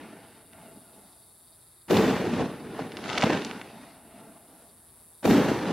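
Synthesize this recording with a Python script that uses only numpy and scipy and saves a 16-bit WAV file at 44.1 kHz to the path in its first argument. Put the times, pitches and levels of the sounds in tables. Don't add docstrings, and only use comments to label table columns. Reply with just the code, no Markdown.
import sys
import numpy as np
from scipy import signal
from scipy.fft import rfft, irfft, next_fast_len
from scipy.io import wavfile
from scipy.ndimage import uniform_filter1d, map_coordinates

SR = 44100
rng = np.random.default_rng(int(sys.argv[2]) if len(sys.argv) > 2 else 0)


def gain_from_db(level_db):
    decades = np.asarray(level_db, float) / 20
    return 10 ** decades


def generate_wav(signal):
    frames = np.transpose(np.atleast_2d(signal))
    scaled = np.clip(frames, -1, 1) * 32767
    pcm = np.round(scaled).astype(np.int16)
    wavfile.write(sys.argv[1], SR, pcm)


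N = 252252
T = np.arange(N) / SR


def unit(x):
    return x / np.sqrt(np.mean(x ** 2) + 1e-20)


def along(points, hz):
    f, v = np.transpose(points)
    return np.interp(np.log(hz + 1), np.log(f + 1), v)


def curves(rows):
    s, *cols = np.transpose(rows)
    return [np.interp(T, s, c) for c in cols]


def wobble(rate):
    return map_coordinates(rng.standard_normal(int(N * rate / SR) + 4), [T * rate])


def coloured(pair, spectrum, alike):
    m = next_fast_len(N + 8192)
    hz = np.fft.rfftfreq(m, 1 / SR)
    turn = np.arccos(np.clip(along(alike, hz), -1, 1)) / 2
    shaped = rfft(pair, m) * gain_from_db(along(spectrum, hz))
    mid, side = irfft(shaped * [np.cos(turn), np.sin(turn)], m)[:, :N]
    return unit(np.array([mid + side, mid - side]))


# (delay [ms], level [dB])
GROUND_COPIES = [(1.4, -8.5), (4, -9.5)]


def pops(s, db, hz, pan_db, damping, scatter, air_hz):
    t = np.arange(SR // 50) / SR
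    cycles = t * hz[:, None]
    wave = -np.exp(damping / 4) * 4 * cycles * np.exp(-damping * cycles) * np.sin(2 * np.pi * cycles)
    wave = wave + sum(gain_from_db(g) * np.roll(wave, round(d * SR / 1000), axis=1) for d, g in GROUND_COPIES)
    wave = wave + scatter * rng.standard_normal((2, *wave.shape)) * gain_from_db(-60 * t / 0.019)
    at = (np.round(s * SR).astype(int)[:, None] + np.arange(len(t))).ravel()
    sides = gain_from_db(db + np.outer([.5, -.5], pan_db))[..., None] * wave
    air = signal.butter(3, air_hz, fs=SR, output="sos")
    return signal.sosfilt(air, [np.bincount(at, w.ravel(), N + SR)[:N] for w in sides])


# (time [s], buzzer level [dB], lower chorus level [dB])
INSECT_LEVELS = [(0, -59.5, -68.5), (.7, -55.5, -70), (1.85, -56, -69), (2.5, -58, -66), (3.7, -58, -65),
                 (4.3, -57, -75), (5.2, -54.5, -72), (5.72, -57.5, -72)]
# (frequency [Hz], relative density [dB per Hz])
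BUZZ_COLOUR = [(3240, -47), (5500, -23), (6520, -24), (7290, -15), (8260, -9), (9490, -3.5), (10800, -4),
               (12000, -11), (12800, -17), (13600, -17), (15100, -25), (16000, -13)]
CHORUS_COLOUR = [(2600, -38), (3300, -8), (3550, -4), (3720, 4.5), (3900, -5.5), (4290, -3), (4650, 0),
                 (4890, -4.5), (5600, -17), (7280, -55)]
RUMBLE_COLOUR = [(15, -35), (30, 1.5), (60, 0.5), (120, -2.5), (237, -12.5), (371, -9), (500, -15),
                 (700, -16.5), (1140, -15.5), (2000, -21.5), (3300, -30), (4290, -35), (7260, -57)]
# (frequency [Hz], left-right likeness [0-1])
RUMBLE_ALIKE = [(60, 1), (300, 0.93), (2000, 1)]


def night():
    buzz_db, chorus_db = curves(INSECT_LEVELS)
    turn = 2 * np.pi * np.cumsum(168.5 + 1.5 * wobble(3)) / SR
    strokes = 1 + (.33 + .1 * wobble(4)) * np.cos(turn) + .15 * np.cos(2 * turn)
    noise = rng.standard_normal((3, 2, N))
    buzz_gain = gain_from_db(buzz_db + 0.2 * wobble(9.4) + [[.4], [-.4]])
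    buzz = buzz_gain * coloured(noise[0] * strokes, BUZZ_COLOUR, [(8000, 0.082), (13000, 0.82)])
    chorus_gain = gain_from_db(chorus_db + 2.3 * wobble(55))
    chorus = chorus_gain * coloured(noise[1], CHORUS_COLOUR, [(3000, 1.0), (5000, 0.87)])
    rumble_gain = gain_from_db(-63.5 + 1.5 * wobble(3.8) + [[.7], [-.7]])
    return buzz + chorus + rumble_gain * coloured(noise[2], RUMBLE_COLOUR, RUMBLE_ALIKE)


# (time [s], level [dB], pitch [Hz], pan, left over right [dB])
LOUD_STARS = [(.533, -37, 2400, -3), (2.9199, -26, 2400, -1), (2.97, -20.5, 2900, 1),
              (3.041, -23, 2500, -.5), (3.059, -28, 1480, -15.5), (3.092, -19.5, 1900, 9),
              (3.1, -19.5, 2500, 12), (3.131, -15.5, 3000, 1), (3.1537, -19, 2520, 4),
              (3.1774, -9, 2170, -1), (3.1805, -13, 2710, -4), (3.1814, -8.5, 3500, -2),
              (3.2075, -16, 2400, -2), (3.2132, -13, 4200, -2), (3.2227, -8.5, 2140, 4),
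              (3.2258, -9.5, 1980, 1), (3.2288, -16, 4500, -6), (3.259, -23, 4000, 5),
              (3.298, -25, 3000, -8), (3.333, -19.5, 2500, -10), (3.374, -20.5, 2520, -4),
              (3.4206, -20.5, 2800, -2), (3.4487, -14.5, 5530, 0), (3.5122, -20.5, 2310, -4),
              (3.6143, -22.5, 2080, -.5), (5.655, -27, 1700, -9), (5.705, -30, 1700, -13)]
# (time [s], rate [pops a second], level of the smallest pops [dB])
STAR_CLOUD = [(2.85, 20, -45), (3.05, 150, -38), (3.2, 350, -35), (3.35, 200, -36), (3.55, 50, -44),
              (3.75, 10, -48)]


def crackle(count=600):
    s, db, hz, pan_db = np.transpose(LOUD_STARS)
    times, rate, size_db = np.transpose(STAR_CLOUD)
    span = times[-1] - times[0]
    draw = rng.random((count, 5))
    when = times[0] + span * draw[:, 0]
    fires = draw[:, 1] * count / span < np.interp(when, times, rate)
    draw, when = draw[fires], when[fires]
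    size = np.interp(when, times, size_db) + 12 * draw[:, 2] ** 2
    pitch, cloud_pan_db = 1200 + 2200 * draw[:, 3], 5 * (draw[:, 4] - .5)
    loud = pops(s, db, hz, pan_db, damping=3.8, scatter=0.13, air_hz=6800)
    return loud + pops(when, size, pitch, cloud_pan_db, damping=6.9, scatter=0.26, air_hz=4500)


def patchy(pair, depth_db):
    z = signal.stft(pair, nperseg=1024)[2]
    field = uniform_filter1d(rng.standard_normal(z.shape[1:]), size=3, axis=0)
    field = uniform_filter1d(field, size=7, axis=1)
    return signal.istft(z * gain_from_db(depth_db * unit(field)), nperseg=1024)[1][:, :N]


# (frequency [Hz], width [Hz], level [dB])
TUBE_MODES = [(194, 165, 0), (673, 27, 11.5), (860, 51, 3), (1170, 28, 3), (1396, 61, 4), (1580, 44, 1),
              (2110, 150, 4), (2740, 400, 2)]


def tube(x):
    f = np.fft.rfftfreq(N, 1 / SR)
    power = sum(gain_from_db(db) ** 2 / (1 + ((f - hz) / width * 2) ** 2) for hz, width, db in TUBE_MODES)
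    return irfft(rfft(x) * np.sqrt(power + .2), N)


def after(blasts, rows):
    delay, *cols = np.transpose(rows)
    echoes = []
    for s, strength_db, fading in blasts:
        since = T - s
        shift_db = strength_db - fading * since
        echoes.append((since, *[shift_db + np.interp(since, delay, c, left=-120, right=-120) for c in cols]))
    return echoes


def four_powers(delay, boom_db, middle_db, treble_db, treble_slope, top_db, top_slope):
    late = np.maximum(delay, 0)
    treble = middle_db + treble_db + treble_slope * late
    top = middle_db + top_db + top_slope * late
    return gain_from_db([boom_db, middle_db, treble, top]) ** 2


# (time [s], strength [dB], extra fading [dB per s])
SKY_BURSTS = [(1.907, 0, 0), (5.253, 0.5, 0.5)]
# (delay [s], boom level [dB], middle level [dB])
BURST_ECHOES = [(-.033, -77, -90), (-.023, -42, -45), (-.012, -45.5, -43), (-.008, -26.5, -34.5),
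                (-.001, -20.5, -35.5), (.002, -24.5, -25.5), (0.013, -19.5, -35.5), (.065, -18.5, -29.5),
                (.15, -19.5, -31.5), (.2, -25, -33.5), (.36, -29, -39), (.43, -30, -37.5),
                (0.499, -24.5, -36), (.59, -36.5, -44.5), (.68, -43.5, -51), (.8, -39, -50.5),
                (.88, -43, -45), (0.89, -32, -39.5), (.92, -33, -42.5), (1.0, -41.5, -50), (1.8, -57, -84)]


def burst_powers():
    colour = dict(treble_db=-4.5, treble_slope=-0.7, top_db=-11, top_slope=-4.5)
    return sum(four_powers(*row, **colour) for row in after(SKY_BURSTS, BURST_ECHOES))


# (time [s], strength [dB], extra fading [dB per s])
RACK_LAUNCHES = [(-.32, -0.43, .4), (3.235, -0.55, -0.29)]
# (delay [s], boom level [dB], middle level [dB])
LAUNCH_ECHOES = [(-.003, -70, -37), (.004, -37.5, -36), (.04, -23.5, -38), (.11, -26, -35.5),
                 (.14, -31, -39.5), (.2, -40, -51), (.32, -43.5, -51), (.55, -52.5, -57.5),
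                 (.7, -58.5, -58), (.8, -59.5, -65.5), (.87, -55.5, -56.5), (.97, -50, -54),
                 (1.07, -50.5, -59), (1.16, -59, -61.5), (1.31, -54.5, -59.5), (1.4, -61.5, -61),
                 (1.5, -64, -67), (2.1, -77, -74.5)]
# (delay [s], share [0-1])
RINGING_SHARE = [(.3, 0.18), (.75, 0.44), (.88, 1), (1.45, 0.4), (1.9, 0.35)]


def launch_powers():
    flutter_s, flutter_db, flutter_dies_s = 0.0338, 6, 0.094
    colour = dict(treble_db=0, treble_slope=-7, top_db=-14.5, top_slope=6)
    power, share = 0, np.zeros(N)
    for d, boom_db, middle_db in after(RACK_LAUNCHES, LAUNCH_ECHOES):
        flutter = flutter_db * np.cos(2 * np.pi * d / flutter_s) * np.exp(-np.abs(d) / flutter_dies_s)
        power = power + four_powers(d, boom_db + flutter, middle_db + flutter, **colour)
        share = share + np.interp(d, *np.transpose(RINGING_SHARE), left=0, right=0)
    return power, np.clip(share, 0, 1)


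# (time [s], middle level [dB])
CLOUD_WASH = [(2.5, -100), (2.8, -73), (3.0, -48), (3.11, -37.5), (3.21, -36), (3.35, -41), (3.45, -43.5),
              (3.68, -57.5), (3.87, -57.5), (4.05, -69), (4.4, -100)]
# (boom [dB], treble [dB], top [dB])
CLOUD_WASH_PARTS = (1.9, -4, -8)


def wash_powers():
    boom, treble, top = CLOUD_WASH_PARTS
    parts_db = np.array([boom, 0, treble, top])[:, None]
    return gain_from_db(curves(CLOUD_WASH)[0] + parts_db) ** 2


def rasp_gain():
    gain = 0
    for s, db, _ in SKY_BURSTS:
        sixty_db_s = np.where(T > s, 1, 0.054)
        gain = gain + gain_from_db(db - 44 - 60 * np.abs(T - s) / sixty_db_s)
    for s, db, _ in RACK_LAUNCHES:
        gain = gain + gain_from_db(db - 57 - 60 * np.abs(T - s) / .7) * (T > s)
    return gain


def flanks(plain):
    gain = sum(gain_from_db(-8) * np.exp(-np.abs(T - s) / 0.026) for s, *_ in SKY_BURSTS)
    return gain * np.roll(plain.mean(axis=0), round(.003 * SR)) * [[1], [-1]]


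# (frequency [Hz], relative density [dB per Hz])
BOOM_COLOUR = [(25, -6), (59, -23.5), (99, -10.5), (161, -3.5), (220, -0.5), (287, -1), (350, -4.5),
               (456, -5), (540, -12.5), (730, -58), (1230, -120)]
MIDDLE_COLOUR = [(300, -48), (500, -22), (600, 3.5), (680, -1), (770, 1), (860, 1), (1000, -2.5),
                 (1300, -9.5), (1500, -11.5), (1900, -40), (3190, -120)]
TREBLE_COLOUR = [(800, -35), (1350, -6.5), (1800, -0.5), (2100, -4), (2800, -5.5), (3500, -14.5),
                 (4200, -23), (6000, -43), (9000, -120)]
TOP_COLOUR = [(2200, -34), (3500, -4.5), (4200, -4), (5800, -6), (7500, -12.5), (9000, -17.5),
              (12000, -50.5)]
RASP_COLOUR = [(4410, -23), (7500, -3), (9160, -7.5), (11800, 1.5), (13300, -1.5), (15300, -6),
               (16000, -17.5)]
# (frequency [Hz], left-right likeness [0-1])
ECHO_ALIKE = [(40, 0.99), (100, 0.92), (220, 0.99), (400, 0.97), (700, 0.97), (1300, 0.98), (2400, 0.97),
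              (4200, 0.97), (5000, 0.32), (8000, 0.034), (11000, 0.34), (14000, 1)]


def roll():
    launch_power, ringing = launch_powers()
    powers = burst_powers() + launch_power + wash_powers()
    echoes = patchy(rng.standard_normal((2, N)), depth_db=1.77)
    echoes = echoes * gain_from_db(0.86 * wobble(60) + 0.86 * wobble(250))
    colours = (BOOM_COLOUR, MIDDLE_COLOUR, TREBLE_COLOUR, TOP_COLOUR)
    plain = sum(np.sqrt(p) * coloured(echoes, colour, ECHO_ALIKE) for p, colour in zip(powers, colours))
    plain = plain + flanks(plain)
    rasp = rasp_gain() * coloured(echoes, RASP_COLOUR, ECHO_ALIKE)
    return (1 - ringing) * plain + ringing * tube(plain) + rasp


# (time [s], thud level [dB], thud pitch [Hz], crack level [dB])
SHOCK_FRONTS = [(1.9085, -11, 446, -18), (1.932, -14.5, 720, -18.5), (1.943, -21, 700, -17.5),
                (1.9675, -15.5, 705, -17.5), (1.971, -18.5, 900, -10.5), (2.42, -15, 320, -40),
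                (2.7925, -19.5, 755, -33), (3.2326, -10.5, 730, -27), (3.2378, -10, 870, -11.5),
                (3.2392, -9.5, 202, -35), (3.265, -13, 364, -52), (3.301, -12.5, 835, -24),
                (3.305, -74, 500, -21), (3.349, -20, 463, -23), (5.253, -12, 460, -25.5),
                (5.276, -13, 740, -24), (5.31, -13, 704, -15), (5.516, -12, 358, -35)]


def shocks():
    s, db, hz, crack_db = np.transpose(SHOCK_FRONTS)
    pan_db = 2.8 * rng.standard_normal((len(s), 2))
    thuds = pops(s, db, hz, pan_db[:, 0], damping=2.9, scatter=.05, air_hz=5000)
    thuds = signal.sosfilt(signal.butter(2, 110, "high", fs=SR, output="sos"), thuds)
    crack_hz = np.full(len(s), 3000.0)
    return thuds + pops(s, crack_db, crack_hz, pan_db[:, 1], damping=2.8, scatter=0.1, air_hz=9000)


def scene():
    return roll() + shocks() + crackle() + night()


def band_limit(x):
    return signal.sosfilt(signal.butter(12, 16500, fs=SR, output="sos"), x)


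def record(dry):
    x = signal.sosfilt(signal.butter(3, 65, "high", fs=SR, output="sos"), dry)
    x = x / (1 + np.abs(x / .38) ** 4) ** (1 / 4)
    mix = irfft(rfft(x) * (np.fft.rfftfreq(N, 1 / SR) < 15800), N)
    return band_limit(mix)


dry = scene()
out = record(dry)
generate_wav(out)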